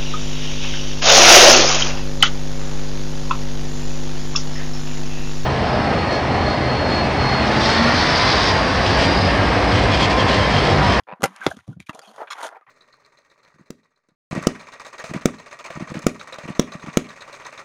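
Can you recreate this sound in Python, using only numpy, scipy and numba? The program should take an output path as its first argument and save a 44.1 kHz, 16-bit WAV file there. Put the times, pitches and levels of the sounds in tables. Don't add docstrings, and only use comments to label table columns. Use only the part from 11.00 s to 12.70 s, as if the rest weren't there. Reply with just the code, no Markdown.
import sys
import numpy as np
from scipy import signal
from scipy.io import wavfile
from numba import njit

SR = 44100
rng = np.random.default_rng(int(sys.argv[2]) if len(sys.argv) > 2 else 0)


def volts(x):
    e = np.asarray(x, float) / 20
    return 10 ** e


def persist_wave(psi):
    counts = np.round(np.clip(psi, -1, 1) * 32767).astype(np.int16)
    wavfile.write(sys.argv[1], SR, np.atleast_2d(counts).T)


N = 74970


def level(x):
    return x / np.sqrt(np.mean(x ** 2))


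def peak(x, db):
    return x * volts(db) / np.max(np.abs(x))


def noise(size):
    return rng.standard_normal(size)


def add(out, start_s, x):
    i = int(start_s * SR)
    out[i:i + len(x)] += x[:N - i]


@njit
def svf(x, hz, width):
    y, b, l = np.empty(len(x)), 0., 0.
    for i in range(len(x)):
        g = np.tan(np.pi * hz[i] / SR)
        k = width[i] / hz[i]
        v = (b + g * (x[i] - l)) / (1 + g * (g + k))
        b, l = 2 * v - b, l + 2 * g * v
        y[i] = k * v
    return y


def band(x, hz, width):
    return svf(x, hz + np.zeros(len(x)), width + np.zeros(len(x)))


def rings(x, peaks):
    return sum((-1) ** k * volts(db) * band(x, hz, width) for k, (hz, width, db) in enumerate(peaks))


def dull(x, hz):
    return signal.sosfilt(signal.butter(4, min(hz, .45 * SR), fs=SR, output="sos"), x)


def high_pass(x, order, hz):
    return signal.sosfilt(signal.butter(order, hz, "high", fs=SR, output="sos"), x)


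def grit(size, slips_per_s, scatter_db):
    when, side, size_draw = rng.random((3, size))
    sizes = volts(-scatter_db * np.log(size_draw + 0.0014))
    return (when < slips_per_s / SR) * np.sign(side - .5) * sizes


# f/Hz, width/Hz, level/dB
FOIL_MODES = [(3180, 780, -2), (6065, 700, -2.5), (6470, 1100, -3), (9600, 2950, -6.5), (12350, 6000, -11)]


def foil(x):
    return rings(x, FOIL_MODES)


def hit(modes, burst_s, crack_db, top_hz):
    t = np.arange(6000) / SR
    first_crack = 1.67 * (t == 30 / SR)
    fade = np.exp(-t / burst_s) * np.minimum(t / 0.00048, 1)
    burst = (grit(6000, 3000, 1.0) + 0.24 * noise(6000) + first_crack) * fade
    ring = sum(volts(db) * np.sin(2 * np.pi * hz * t) * volts(-60 * t / t60) for hz, db, t60 in modes)
    body = signal.fftconvolve(burst, ring)[:6000]
    spit = foil(burst) + .5 * band(burst, 3300.0, 1400.0)
    return peak(body, 0) + peak(dull(band(spit, 7100.0, 9000.0), top_hz), crack_db)


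def room_noise():
    hum = volts(-88) * level(band(noise(N), 130., 200.))
    hiss = volts(-80) * band(noise(N), 1200., 5000.)
    return hum + hiss


def room_tail(dry):
    t = np.arange(8000) / SR
    fade = volts(-60 * t / 0.066) * (t > .003)
    tail = band(noise(8000), 1600.0, 2800.0) * fade
    return volts(-18.5) * signal.fftconvolve(dry, tail / np.sqrt(np.sum(tail ** 2)))[:N]


# t/s, level/dB, ring f/Hz, crack against ring level/dB
TICKS = [(.035, -70, 1000, 13), (.2085, -25, 560, -42), (0.2206, -19.5, 1160, -3.5), (0.362, -40, 1210, 8),
         (.414, -31.5, 1490, -12), (.487, -21.5, 547, -27), (0.568, -45, 1500, 7.5),
         (0.589, -35.5, 1415, -13), (.607, -43, 1850, -10), (.678, -37.5, 590, -8.5),
         (0.8017, -27.5, 2427, -6), (.9, -36.5, 1180, 2.5), (0.948, -33, 650, -0.5), (.992, -29.5, 1340, 2),
         (1.016, -42, 1420, -4), (1.112, -67, 900, 3), (1.161, -36, 880, -1.5), (1.217, -18.5, 724, -53),
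         (1.355, -53.5, 1270, -10), (1.388, -40, 900, 5.5), (1.4305, -23, 1000, 0.5),
         (1.4332, -23.5, 900, -7), (1.4497, -19, 745, -9), (1.467, -33, 1000, 6), (1.489, -26, 1550, -12),
         (1.603, -60.5, 850, -23), (1.611, -41.5, 1206, -40)]


def ticks():
    out = np.zeros(N)
    t60_s, burst_s = 0.012, 0.0015
    for start_s, db, hz, crack_db in TICKS:
        modes = [(hz, 0, t60_s), (1.3 * hz, -8, t60_s / 2)]
        add(out, start_s, volts(db) * hit(modes, burst_s, crack_db, 10500))
    return out


def hold(t, length_s):
    return np.minimum(t / 0.0028, 1) * np.exp(-np.maximum(t - length_s, 0) / 0.0024)


# t/s, length/s, level/dB, f/Hz
SQUEAKS = [(.41, 0.06, -36, 1580), (.511, 0.0073, -25.5, 690), (0.512, 0.0046, -26, 1546),
           (0.726, 0.0092, -55, 1460), (.866, 0.0074, -51, 2440), (0.929, 0.01, -51, 2450),
           (1.015, 0.01, -52, 4830), (1.019, 0.0091, -58, 1390), (1.026, 0.038, -57, 2585),
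           (1.045, 0.041, -55.5, 3290), (1.048, 0.015, -75, 6900), (1.076, .018, -57, 4380),
           (1.274, .015, -54, 2400), (1.385, .005, -38, 1440), (1.554, 0.01, -55, 2400),
           (1.671, .03, -53.5, 2010), (0.424, 0.032, -46, 2150), (1.613, 0.016, -53, 1240)]


def squeaks():
    out, t = np.zeros(N), np.arange(4000) / SR
    for start_s, length_s, db, hz in SQUEAKS:
        sag = hz * (1 - .03 * np.minimum(t / length_s, 1))
        width = hz / 13
        tone = band(band(noise(4000), sag, width), sag, width)
        add(out, start_s, volts(db) * hold(t, length_s) * level(tone))
    return out


# t/s, length/s, level/dB
SQUEEZES = [
    (1.302, 0.012, -29),
    (1.317, 0.018, -29.5),
]
# f/Hz, width/Hz, level/dB
PACK_MODES = [(1190, 87, 2), (1560, 290, -9), (2170, 140, -10), (2560, 110, -14.5), (3400, 174, -10),
              (4140, 200, -12.5), (5340, 130, -10), (7070, 240, -15.5)]


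def squeezed_pack():
    out, t = np.zeros(N), np.arange(4000) / SR
    for start_s, length_s, db in SQUEEZES:
        crackle = rings(level(grit(4000, 2800, 2.1)), PACK_MODES)
        add(out, start_s, volts(db) * hold(t, length_s) * level(crackle))
    return out


# t/s, length/s, level/dB, gloss against card level/dB, card ring f/Hz
LID_STROKES = [(0, 0.002, -55, -11, 1050), (0.068, 0.059, -51, -36, 920), (0.133, 0.058, -58.5, -34, 840),
               (0.203, 0.033, -46.5, -17, 740), (.23, 0.0097, -22, -8.5, 850),
               (0.25, 0.01, -26.5, -11.5, 940), (0.255, 0.032, -48.5, -7.5, 1090),
               (0.289, 0.1, -53, -10, 1110), (0.352, 0.059, -50, -17.5, 1330),
               (0.404, 0.042, -42.5, -13.5, 1290), (0.433, 0.056, -40.5, -7.5, 1076),
               (0.472, 0.058, -56, 3, 790), (0.502, 0.01, -38, -6, 674), (0.533, 0.016, -56, -3, 715),
               (0.561, 0.043, -59, -3.5, 1160), (0.617, 0.038, -72, -1, 1100),
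               (0.667, 0.066, -61.5, -6, 654), (0.727, 0.028, -79.5, 2, 1450)]
# t/s, length/s, level/dB, gloss against card level/dB, card ring f/Hz
FINGER_STROKES = [(0.796, 0.028, -58, -3, 2050), (0.861, 0.014, -61, 3.5, 2150),
                  (0.886, 0.021, -46.5, -11, 913), (0.928, 0.02, -53, -5.5, 790),
                  (0.949, 0.011, -44.5, -10.5, 657), (.968, 0.03, -47, -12, 650),
                  (1.017, 0.1, -51, -6, 750), (1.129, 0.08, -52.5, -8, 846), (1.178, 0.064, -36, -29, 758),
                  (1.249, 0.12, -55.5, -14, 756), (1.27, 0.013, -44, -37, 1560),
                  (1.303, 0.029, -40.5, -2.5, 1215), (1.347, 0.047, -43.5, -14, 1060),
                  (1.379, 0.022, -38.5, -12.5, 870), (1.404, 0.011, -33, -10.5, 945),
                  (1.424, 0.048, -32.5, -7.5, 840), (1.471, 0.038, -49, -14.5, 710),
                  (1.508, 0.068, -45.5, -52.5, 836), (1.579, 0.057, -64, -30.5, 1040),
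                  (1.664, .04, -52.5, -38, 1170), (1.694, .01, -76.5, 11, 2000)]


def rubbing():
    scrape, rumble, t = np.zeros(N), np.zeros(N), np.arange(8000) / SR
    for start_s, length_s, db, gloss_db, hz in LID_STROKES + FINGER_STROKES:
        slips = level(grit(8000, 5000, 2.5)) + 0.61 * noise(8000)
        low = band(band(band(slips, hz, hz / 0.47), hz, 1.57 * hz), hz, 3.8 * hz)
        upper_hz = 1.57 * hz
        upper = volts(-7.5) * band(band(slips, upper_hz, hz), upper_hz, 0.5 * hz)
        card = band(low + upper, 2.6 * hz, 16.0 * hz)
        roam = hz * np.exp(.12 * level(band(noise(8000), 22.0, 30.)))
        narrow = band(band(slips, roam, hz / 6), roam, hz / 2)
        card_sound = dull(0.94 * level(card) + volts(-3.5) * level(narrow), 2.18 * hz)
        fine = level(grit(8000, 5500, 2.3)) + 1.5 * noise(8000)
        gloss = band(band(foil(fine), 4500.0, 10000.0), 4500.0, 10000.0)
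        uneven = volts(2.34 * level(band(noise(8000), 34.0, 110.0)))
        grab = np.minimum(t / 0.0025, 1) ** 2
        let_go = np.exp(-np.maximum(t - length_s, 0) / 0.0076)
        grip = volts(db) * uneven * grab * let_go
        add(scrape, start_s, grip * (card_sound + volts(gloss_db) * level(gloss)))
        add(rumble, start_s, grip * volts(-37) * level(band(slips, 170., 150.)))
    return scrape, rumble


# t/s, level/dB
TAB_SLIPS = [
    (0.077, -26),
    (0.0863, -19),
    (0.0931, -20),
    (0.0981, -31),
    (0.1026, -19.5),
    (0.1137, -17.5),
    (0.1219, -17.5),
    (0.1252, -16),
    (0.135, -18),
]
# f/Hz, width/Hz, level/dB
TAB_MODES = [(560, 145, 3.5), (840, 79, 7.5), (1000, 88, 8), (1557, 320, -4.5), (1850, 70, -0.5),
             (2550, 133, 0), (3810, 110, -14), (4465, 170, -20), (5340, 150, -30)]


def creak():
    out, t = np.zeros(N), np.arange(2500) / SR
    for start_s, db in TAB_SLIPS:
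        push = 0.25 * grit(2500, 1500, 1.4) * np.exp(-t / 0.0024)
        click = np.exp(-t / .00008)
        detune = 1 + .04 * noise(None)
        modes = np.array(TAB_MODES) * [detune, 1, 1]
        add(out, start_s, peak(rings(push + click, modes), db - 8))
    return out


# t/s, level/dB, f/Hz, length/s
THUMPS = [(0.017, -56, 78.5, 0.019), (0.127, -33, 161, 0.022), (0.196, -38.5, 217, 0.027),
          (0.228, -13, 145, 0.04), (.467, -15.5, 122, 0.024), (.4672, -9.5, 253, .012),
          (0.493, -33, 68, 0.042), (0.532, -41, 181, 0.048), (0.568, -32, 210, 0.019),
          (0.576, -45, 80, 0.07), (0.678, -22.5, 102.7, 0.05), (0.683, -26.5, 137, 0.067),
          (0.706, -44, 111.4, 0.17), (0.765, -30, 137.3, 0.028), (0.772, -38, 73, 0.092),
          (0.798, -34, 170, 0.018), (0.943, -41, 211, 0.018), (1.073, -47.5, 197, 0.091),
          (0.267, -39.5, 172, 0.11), (0.398, -49, 199, 0.073), (1.675, -59, 120, 0.05),
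          (0.976, -57, 140, 0.06), (1.135, -61.5, 135, 0.21)]


def thumps():
    out, t = np.zeros(N), np.arange(6000) / SR
    for start_s, db, hz, length_s in THUMPS:
        u = np.minimum(t / length_s, 1)
        tone = np.sin(2 * np.pi * hz * t * (1 + 0.14 * u))
        flutter = level(band(band(noise(6000), 1.43 * hz, hz), 1.43 * hz, hz))
        swell = np.sin(np.pi * u ** 0.38) ** 2
        add(out, start_s, peak((tone + 0.32 * flutter) * swell, db))
    return out


# t/s, level/dB, burst/s
FIRST_SNAP = [
    (.2318, -9, 0.00037),
    (.2362, -10, 0.00033),
    (.2388, 1.5, 0.00098),
    (.2405, -0.5, 0.00087),
    (.2432, -18, 0.0016),
    (.2455, -10, 0.003),
    (.2575, -10.5, 0.0016),
]
SECOND_SNAP = [
    (0.4643, -2.5, 0.0015),
    (.4652, 0, 0.00071),
    (0.4663, -0.5, 0.0018),
    (0.475, -15.5, 0.00047),
]
FLAP_BACK = [
    (0.8937, -15.5, 0.0029),
]
# f/Hz, level/dB, time to die away/s
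FIRST_BOX = [(570, -1.5, 0.026), (812, 0.5, 0.019), (1050, 1.5, 0.016), (1404, 2, .012), (2066, 1, 0.013),
             (2400, -4, 0.017), (3140, -24, 0.0036)]
SECOND_BOX = [(560, 4, 0.015), (818, -4.5, 0.0072), (1190, 0.5, 0.0087), (1560, -3.5, .007),
              (2010, -6.5, 0.012), (2720, -29.5, 0.007), (3480, -11, 0.012)]
FLAP_BOX = [(300, 4.6, 0.047), (650, 5.8, 0.028), (1227, 9.1, 0.013), (1840, 7.1, 0.015),
            (2723, 3.5, 0.017)]


def snaps():
    out = np.zeros(N)
    # snaps, box modes, crack level/dB, top of the crack f/Hz
    groups = ((FIRST_SNAP, FIRST_BOX, -6.5, 15000),
              (SECOND_SNAP, SECOND_BOX, -17, 8000),
              (FLAP_BACK, FLAP_BOX, -40, 10000))
    for events, box, crack_db, top_hz in groups:
        for start_s, db, burst_s in events:
            add(out, start_s, volts(db) * hit(box, burst_s, crack_db, top_hz))
    return out


def scene():
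    scrape, rumble = rubbing()
    light = high_pass(scrape + ticks(), 4, 297)
    box = light + rumble + squeaks() + squeezed_pack() + creak() + thumps() + snaps()
    return (box + room_tail(box) + room_noise())[None]


def band_limit(x):
    return signal.sosfilt(signal.butter(12, 16000, fs=SR, output="sos"), x)


def record(dry):
    x = high_pass(dry, 2, 108)
    x = 1.25 * np.tanh(x / 1.5)
    x = x - 0.7 * band(x[0], 7700, 1200)
    top_cut = signal.ellip(8, .2, 60, 15600, fs=SR, output="sos")
    return band_limit(signal.sosfilt(top_cut, x))


dry = scene()
out = record(dry)
persist_wave(out)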